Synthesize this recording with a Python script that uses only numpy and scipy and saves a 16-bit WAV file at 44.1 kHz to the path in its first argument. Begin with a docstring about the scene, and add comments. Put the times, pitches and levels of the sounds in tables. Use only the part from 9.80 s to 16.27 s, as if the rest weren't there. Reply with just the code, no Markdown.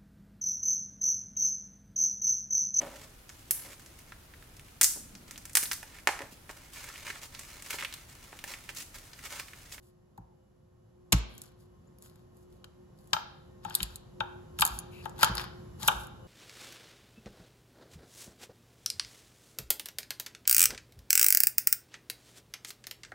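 """A garlic clove is smacked flat and chopped on a plastic board in a kitchen, close to a pair of microphones.
From the start, shaped noise and wavering sines give room air and a faint hum; uneven noise gives the rustle.
Near 0.4 s come a light snap (noise tick), knock (board modes) and thud (counter modes). At 1.3 s the flat
blade slaps (noise bursts) and rings (steel modes), then slides squeak (resonant noise). Chops follow from
2.8 s to 6.3 s. Two-port delays place the close sounds, and decaying reflections make the room ring."""
import sys
import numpy as np
from scipy import signal
from scipy.fft import rfft, irfft, next_fast_len
from scipy.io import wavfile
from scipy.ndimage import uniform_filter1d

SR = 44100
rng = np.random.default_rng(int(sys.argv[2]) if len(sys.argv) > 2 else 0)


def output_pcm(signal):
    """Save a mono or channel-first signal as 16-bit PCM at the path in sys.argv[1].

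    Samples are clipped to [-1, 1] before scaling.
    """
    pcm = np.clip(np.atleast_2d(signal).T, -1, 1) * 32767
    wavfile.write(sys.argv[1], SR, np.round(pcm).astype(np.int16))


N = 285327  # samples


def amp(db):
    """Level law: 20 dB is a factor of ten in amplitude."""
    return 10 ** (np.asarray(db) / 20)


def evened(x):
    """Normalisation to a root-mean-square of one."""
    return x / np.sqrt(np.mean(x ** 2) + 1e-20)


def read(points, hz):
    """Interpolation of a spectrum along logarithmic frequency."""
    f, value = np.transpose(points)
    return np.interp(np.log(hz + 1), np.log(f + 1), value)


def add(mix, s, sound):
    """Superposition: a sound is summed into the mix from time s."""
    part = mix[round(s * SR):][:len(sound)]
    part += sound[:len(part)]


def coloured(x, db):
    """Linear filtering: each FFT bin of x is scaled by its own dB value."""
    return irfft(rfft(x) * amp(db), len(x))


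def ring(modes, lift_db, damping, rise_ms, spread):
    """Modal synthesis: a struck body sounds as dying sines, scattered because each blow lands elsewhere.

    The spread holds the scatter of level (dB), phase (radians) and pitch (share)."""
    hz, db, t60 = np.transpose(modes)[:, :, None]
    length_s = min(t60.max() / damping, 1 / 3)
    t = np.arange(int(SR * length_s)) / SR
    luck = rng.standard_normal((3, len(modes), 1)) * np.reshape(spread, (3, 1, 1))
    decay_db = 60 * damping * t / np.maximum(t60, .003)
    level = amp(db + lift_db + luck[0] - decay_db)
    sines = np.sin(2 * np.pi * hz * (1 + luck[2]) * t + luck[1])
    onset = 1 - np.exp(-t * 1000 / rise_ms)
    return (level * sines).sum(0) * onset


# slow swell of the whole background: t/s, level/dB
SWELL = [(0, -62), (.9, -63), (1.6, -59), (3.2, -56.5), (4.5, -52.5), (5.5, -48), (6.47, -50)]
# relative spectrum of the room air: f/Hz, level per Hz/dB
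AIR = [(15, -43.5), (25, -7), (118, -1), (192, -5), (280, -16), (358, -14.5), (445, -18.5), (1060, -24.5),
       (2270, -39), (2900, -39), (5720, -40.5), (7510, -40), (8830, -57), (11000, -38), (16500, -68)]
# likeness of the air at left and right: f/Hz, coherence/1
AIR_SAME = [(60, 0.95), (130, 0.89), (260, 0.58), (1000, 0.3), (6000, 0.22), (9000, 0.23)]
# lines of an appliance, relative to the first line: f/Hz, level/dB
HUM = [(360.7, -75.5), (522.2, -85), (1066, -91.5), (1836, -101), (2923, -102)]
HUM_DB = -3  # first line against the air, before it wavers


def background():
    """Partly coherent noise: lumpy rumble and hiss, plus the wavering lines of an appliance."""
    s, swell_db = np.transpose(SWELL)
    t = np.arange(N) / SR
    frames, hz = N // 512 + 5, np.fft.rfftfreq(2048, 1 / SR)
    a, b, c, d, patches = rng.standard_normal((frames, 1025, 5)).T
    # smoothing over frequency, then time, makes the lumps
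    patches = uniform_filter1d(patches, size=6, axis=0)
    patches = evened(uniform_filter1d(patches, size=8, axis=1))
    same = np.clip(read(AIR_SAME, hz), -1, 1)[:, None]
    left, other = a + 1j * b, c + 1j * d
    z = np.array([left, same * left + np.sqrt(1 - same ** 2) * other])
    z *= amp(read(AIR, hz)[:, None] + 0.5 * patches)
    air = evened(signal.istft(z, nperseg=2048, noverlap=1536)[1][:, :N])
    hum = np.zeros((2, N))
    for f, db in HUM:
        waver = uniform_filter1d(rng.standard_normal(N), size=3000)
        waver = evened(uniform_filter1d(waver, size=3000))
        phase = 2 * np.pi * f * t + 0.19 * waver + [[0], [1.8]]  # radians, left and right
        hum += amp(db - HUM[0][1] + 3.0 * waver) * np.sin(phase)
    return (air + hum * amp(HUM_DB)) * amp(np.interp(t, s, swell_db))


# relative spectrum of snapping skin and flesh: f/Hz, level/dB
SNAP = [(1500, -29), (2500, -8), (4000, -3), (5500, -10), (7000, -2.5), (9000, -5.5), (11000, 1),
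        (13000, -0.5), (16000, -22)]


def skin_db(size, lower):
    """Complementary band division: the colour of a snap in its lower or upper treble, parted at 4800 Hz."""
    hz = np.fft.rfftfreq(size, 1 / SR)
    share = 1 / (1 + (hz / 4800) ** 8)
    return read(SNAP, hz) + 10 * np.log10((share if lower else 1 - share) + 1e-9)


# fingers rustle skin, the blade drags through flesh:
# start t/s, length t/s, skin hiss level/dB, drag on the board level/dB
RUSTLE = [(0.032, 0.047, -70.5, -81), (1.5, 0.18, -69, -71), (1.798, 0.03, -72, -80),
          (2.227, 0.038, -61, -72), (2.299, .12, -81, -81), (2.553, 0.081, -75.5, -90),
          (2.718, 0.044, -77.5, -84.5), (3.19, 0.21, -74, -81), (3.849, 0.089, -69.5, -57),
          (3.952, 0.078, -57, -56), (4.056, 0.094, -64.5, -67), (4.799, 0.027, -55, -50.5),
          (4.871, 0.1, -53.5, -67), (5.123, 0.084, -66.5, -72), (5.242, 0.019, -67, -62),
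          (5.404, 0.034, -53.5, -50), (5.423, 0.0057, -41, -35.5), (5.478, 0.063, -66, -61),
          (5.574, 0.043, -52.5, -44.5), (6.021, 0.061, -46, -47), (6.113, 0.12, -55, -80)]
# relative spectrum of the drag: f/Hz, level/dB
DRAG = [(400, -19), (900, 0.5), (1600, 2), (2100, -9), (3500, -5), (5000, -4.5), (6800, -26), (9000, -42.5)]
RISE_DB_PER_S, HISS_FALL_DB_PER_S, DRAG_FALL_DB_PER_S = 702, 400.5, 200
CRACKS_PER_S, CRACK_DB, CRACK_SPREAD_DB = 35, 6.5, 5  # stray cracks that ride on the rustle


def rustle():
    """Friction as dense random slips: uneven noise and stray cracks in two bands that rise, hold and fade."""
    t, level, size = np.arange(N) / SR, np.zeros((2, N)), next_fast_len(N)
    fall_db_per_s = np.array([[HISS_FALL_DB_PER_S], [DRAG_FALL_DB_PER_S]])
    for s, length, upper_db, lower_db in RUSTLE:
        near = abs(t - s) < .5
        before = np.maximum(s - t[near], 0)
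        after = np.maximum(t[near] - s - length, 0)
        stroke_db = [[upper_db], [lower_db]] - RISE_DB_PER_S * before - after * fall_db_per_s
        level[:, near] += amp(stroke_db)
    unevenness = evened(uniform_filter1d(rng.standard_normal(size), size=60))
    slips = rng.standard_normal(size) * amp(3.2 * unevenness)
    crack_size = amp(CRACK_SPREAD_DB * np.minimum(rng.exponential(1, size), 3))
    cracks = (rng.random(size) < CRACKS_PER_S / SR) * crack_size
    slips = evened(slips) * (1 + amp(CRACK_DB) * np.convolve(cracks, np.hanning(40), "same"))
    upper = evened(coloured(slips, skin_db(size, False)))
    lower = evened(coloured(slips, read(DRAG, np.fft.rfftfreq(size, 1 / SR))))
    return upper[:N] * level[0] + lower[:N] * level[1]


# skin and flesh snap: t/s, peak level of the upper treble/dB, lower treble against it/dB
SNAPS = [(0.377, -48.5, -12), (1.3216, -17.5, -15), (1.3241, -5, -14), (1.3274, -8.5, 0),
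         (1.3834, -37, -8.5), (1.5514, -47.5, -13), (1.5793, -31, -34), (1.6172, -30, -23),
         (1.637, -41.5, -22), (1.657, -45, -22), (2.1856, -45.5, -33), (2.2233, -36.5, -21.5),
         (2.2972, -48, -9), (2.358, -51, -24), (2.5693, -49, -28), (2.7256, -55, -6), (2.8433, -41, 4),
         (3.3325, -37, 27.5), (3.8387, -49, -8), (3.8482, -38.5, 0.5), (3.898, -33.5, -9),
         (3.9426, -36, 3.5), (3.9509, -4, -29.5), (4.0039, -37.5, 7.5), (4.023, -30, -20),
         (4.0296, -14, -10.5), (4.1578, -25, -22.5), (4.164, -46, -24.5), (4.4028, -52.5, 18.5),
         (4.788, -20.5, -16.5), (4.797, -17, -23), (4.806, -22, -23), (4.8087, -8, -26.5),
         (4.8189, -7, -21.5), (4.851, -4.5, -38), (4.8644, -15, -30), (4.8754, -19, -31),
         (4.947, -35.5, -20), (4.9887, -18.5, -36), (4.9996, -33, -24), (5.255, -34.5, -9),
         (5.295, -38.5, -19.5), (5.3812, -42, -7), (5.3908, -35, -11), (5.4096, -25.5, -12.5),
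         (5.4305, -6, -3), (5.4378, -20, -6), (5.4448, -11.5, -3.5), (5.5521, -20.5, -19),
         (5.635, -42.5, -12.5), (6.0006, -40.5, -14), (6.015, -38, -6), (6.0305, -29, 3),
         (6.077, -6.5, -36), (6.0797, -4, -17), (6.2697, -38, -27)]


def snaps():
    """Impulsive fracture noise: a tick that swells within a millisecond, then a weaker dying puff of cracks."""
    out, t = np.zeros(N), np.arange(2048) / SR
    tick = np.exp(-((t - .0009) / 0.00028) ** 2)
    tail = amp(-4.5 - 20 * t / 0.0026) * np.clip(t / 0.00054, 0, 1)
    lead = 128  # samples of room for the filter to spread before the tick
    for s, db, lower_db in SNAPS:
        puff = np.roll(rng.standard_normal(len(t)) * (tick + tail), lead)
        upper = coloured(puff, skin_db(len(t), False))
        lower = coloured(puff, skin_db(len(t), True))
        both = upper / abs(upper).max() + amp(lower_db) * lower / abs(lower).max()
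        add(out, s - lead / SR, amp(db) * both)
    return out


# the blade or a clove meets the board:
# t/s, blow level/dB, hardness level/dB, damping factor/1, rebound level/dB
KNOCKS = [(0.379, -44, -28, 1.5, -13), (2.842, -56.5, 15.5, 3.3, -25.5), (3.331, -27.5, 10, 0.84, -7.5),
          (3.85, -35.5, -7.5, 1.07, -10), (3.906, -47, 4.5, 1.1, -17), (4.003, -52, 26, 1, -27),
          (4.405, -26.5, 3.5, 1.28, -27), (4.789, -43, 10.5, 1, -17), (4.821, -21, 8, 1.27, -18),
          (5.257, -31.5, -7, 1.4, -21.5), (5.392, -43, -5, 1.5, -13.5), (5.41, -42.5, 0, 1.7, -15.5),
          (5.43, -19, 11, 1.09, -18.5), (6, -44.5, -18, 2, -22), (6.033, -42.5, -11, .6, -11.5),
          (6.082, -20.5, 8, .95, -19)]
# modes of the plastic board: f/Hz, relative level/dB, t60/s before the damping factor divides it
BOARD = [(584, -9.5, 0.031), (639, -10.5, 0.037), (838, -10, 0.042), (835, -8, 0.11), (881, -0.5, 0.09),
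         (1007, -10.5, 0.078), (1170, -2.5, 0.043), (1335, 5.5, 0.035), (1482, -2, 0.043),
         (1609, 6.5, 0.022), (1853, -22.5, 0.06), (2440, -4, 0.011), (2780, 2, 0.009), (3131, -2, 0.021),
         (3420, -12.5, 0.022), (3680, 0, 0.016), (4180, -5.5, 0.004), (4750, -27, 0.011), (6240, -12, .01),
         (6900, -23, 0.0058)]
MIDDLE_HZ, UPPER_HZ = 950, 2200  # lower bounds of the middle and upper modes
MIDDLE_SHARE, MIDDLE_DB = 0.51, -2  # hardness lifts the upper modes fully, the middle ones in part
BOUNCE_S, BOUNCE_SOFTER_DB = 0.034, -7  # every knock rebounds once


def knocks():
    """Modal excitation by impact: a harder blow feeds the board's higher modes, and a softer rebound follows."""
    out, hz = np.zeros(N), np.transpose(BOARD)[0][:, None]
    for s, db, hard_db, damping, rebound_db in KNOCKS:
        for late, less_db, softer_db in ((0, 0, 0), (BOUNCE_S, rebound_db, BOUNCE_SOFTER_DB)):
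            upper_db = hard_db + softer_db
            middle_db = (hz > MIDDLE_HZ) * (MIDDLE_SHARE * upper_db + MIDDLE_DB)
            lift_db = np.where(hz > UPPER_HZ, upper_db, middle_db)
            blow = ring(BOARD, lift_db, damping, .7, [1.5, 1.5, .006])
            add(out, s + late + .0006, amp(db + less_db) * blow)
    return out


# hand and blade push the counter: t/s, push level/dB, lift of the modes above the lowest/dB
THUDS = [(0.386, -47, 5.5), (1.332, -14.5, -1), (1.344, -27.5, -21.5), (3.331, -53.5, 14.5),
         (3.86, -50, 13), (4.012, -32.5, -0.5), (4.4, -46.5, 9), (4.799, -43.5, 6), (4.907, -34.5, -24),
         (5.429, -50, 18.5), (5.497, -29.5, 2), (5.789, -60, 13), (5.868, -47.5, 2.5), (6.029, -43, 4.5),
         (6.076, -46, 9), (6.146, -33, -8)]
# modes of the counter: f/Hz, relative level/dB, t60/s before the damping factor divides it
COUNTER = [(54, 0, .17), (115, 0, .075), (172, 0, .055), (290, -12, .05)]
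THUD_DAMPING = 0.58


def thuds():
    """Low-frequency modal response: slow pushes ring the counter, alike at both microphones."""
    out = np.zeros(N)
    above_lowest = (np.arange(len(COUNTER)) > 0)[:, None]
    for s, db, upper_db in THUDS:
        push = ring(COUNTER, upper_db * above_lowest, THUD_DAMPING, 2.1, [.5, .1, .01])
        add(out, s, -amp(db) * push)
    return out


# the palm drives the flat blade down on the clove: t/s, burst level/dB, t60/s
SLAPS = [(1.323, -18, 0.022), (1.3282, -10, 0.0092), (1.333, -28, 0.054)]
# relative spectrum of the slap: f/Hz, level/dB
SLAP = [(200, 6.5), (500, -8.5), (1000, 0), (1500, 3.5), (2200, -6), (3800, -6.5), (6000, -2), (10000, -24),
        (16000, -25.5)]


def slaps():
    """Heavily damped impact: broad bursts of noise, since flesh on steel damps every ring."""
    out, t = np.zeros(N), np.arange(4096) / SR
    colour_db = read(SLAP, np.fft.rfftfreq(len(t), 1 / SR))
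    for s, db, t60 in SLAPS:
        noise = evened(coloured(rng.standard_normal(len(t)), colour_db))
        onset = np.clip(t / 0.00046, 0, 1)
        add(out, s, amp(db - 60 * t / t60) * onset * noise)
    return out


# the bare blade is left ringing: t/s, level/dB
RINGS = [(1.329, -63), (3.33, -45.5), (4.403, -66)]
# modes of the steel blade: f/Hz, relative level/dB, t60/s
BLADE = [(5080, -9.5, .15), (6270, -4.5, 0.18), (8400, -1.5, .1), (7440, -3.5, 0.055), (10500, -17.5, 0.11),
         (11340, -5.5, 0.073), (11900, -0.5, .2), (14560, -5.5, .12)]


def blade_rings():
    """Lightly damped modal vibration: the thin high ring of the steel."""
    out = np.zeros(N)
    for s, db in RINGS:
        add(out, s, amp(db) * ring(BLADE, 0, 1, .5, [2, 1, 0]))
    return out


# something slides and squeaks: start t/s, length t/s, centre f/Hz, width f/Hz, level/dB
SQUEAKS = [(1.528, .07, 3255, 81.5, -67.5), (2.069, 0.019, 7030, 150, -74.5), (5.105, 0.14, 2580, 500, -59),
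           (5.11, 0.13, 4000, 899, -69.5)]


def squeaks():
    """Resonance driven by noise: a single spectral peak sounds for as long as the slide lasts."""
    out = np.zeros(N)
    f = np.fft.rfftfreq(8192, 1 / SR)
    for s, length, hz, width, db in SQUEAKS:
        noise = rng.standard_normal(8192)
        peak_db = -20 * np.log10(1 + (2 * (f - hz) / width) ** 2)
        samples = int(length * SR)
        tone = evened(coloured(noise, peak_db))[:samples]
        add(out, s, amp(db) * tone * signal.windows.tukey(samples, .6))
    return out


# how the two ports hear a close source: f/Hz, left phase lead/rad, left over right level/dB
PORTS = [(0, -2.5, 0), (150, 2.8, 7.5), (300, 2, 1), (780, -1.5, 10.5), (1200, 1.5, 3.5), (1722, 2, 8),
         (2805, 1.5, 8.5), (3600, 2, 10.5), (5030, 1.5, 6), (6030, 1.86, 2.5), (7686, -1, 1.5),
         (17160, -16.5, -3.5), (22050, -36, -8)]


def ports(x):
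    """Interchannel phase and level difference: half goes to each channel, with opposite sign."""
    hz, turn, db = np.transpose(PORTS)
    size = next_fast_len(N)
    f = np.fft.rfftfreq(size, 1 / SR)
    half = np.exp(.5j * np.interp(f, hz, turn)) * amp(np.interp(f, hz, db) / 2)
    return irfft(rfft(x, size) * np.array([half, 1 / half]), size)[:, :N]


# reverberation time of the late reflections: f/Hz, t60/s
ROOM = [(250, 0.96), (900, 0.6), (1700, 0.63), (2700, 0.59), (3900, 0.66), (5500, 0.46), (8000, 0.22),
        (12000, 0.17)]
# relative spectrum of the late reflections: f/Hz, level/dB
ROOM_COLOUR = [(60, -7), (250, 2), (900, -1), (1600, -5), (2100, -6), (3800, -8.5), (6000, -6),
               (12000, -11.5), (16000, -23.5)]
ROOM_TURNS_PER_S = 45  # the sound alternates between two sets of reflections, which blurs their comb


def room(x):
    """Statistical reverberation: sparse random-sign reflections die band by band, the earliest fastest."""
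    taps = np.zeros((4, SR))
    # one reflection in every 20 samples, at a random place
    at = np.arange(60, SR - 20, 20) + rng.integers(0, 20, (4, (SR - 61) // 20))
    np.put_along_axis(taps, at, rng.choice([-1., 1.], at.shape), 1)
    hz, t, z = signal.stft(taps, SR, nperseg=256)
    early = amp(13.0 - 60 * t / 0.024)
    late_db = read(ROOM_COLOUR, hz)[:, None] - 60 * t / read(ROOM, hz)[:, None]
    late = amp(late_db) * np.clip(t / 0.0026, 0, 1)
    tail = signal.istft(z * (early + late), SR, nperseg=256)[1]
    tail = tail / np.linalg.norm(tail, axis=1).mean()
    turn = 2 * np.pi * ROOM_TURNS_PER_S * np.arange(N) / SR
    fed = x * np.array([np.cos(turn), np.cos(turn), np.sin(turn), np.sin(turn)])
    wet = signal.fftconvolve(fed, tail, axes=1)[:, :N]
    return wet[:2] + wet[2:]


def scene():
    """Superposition of direct sound, counter thuds, reverberation and background."""
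    close = rustle() + snaps() + knocks() + slaps() + blade_rings() + squeaks()
    return background() + ports(close) + thuds() + amp(-5.5) * room(close)


EDGE_HZ = 16800  # upper band limit


def record(dry):
    """Transducer response: the deepest bass is lost, the tallest peaks saturate, then the band is limited."""
    thin = signal.sosfilt(signal.butter(4, 42, "high", fs=SR, output="sos"), dry)
    rounded = .8 * np.tanh(thin / .8)
    low_pass = signal.firwin(511, EDGE_HZ, window=("kaiser", 9), fs=SR)
    return signal.oaconvolve(rounded, low_pass[None], "same")


dry = scene()
out = record(dry)
output_pcm(out)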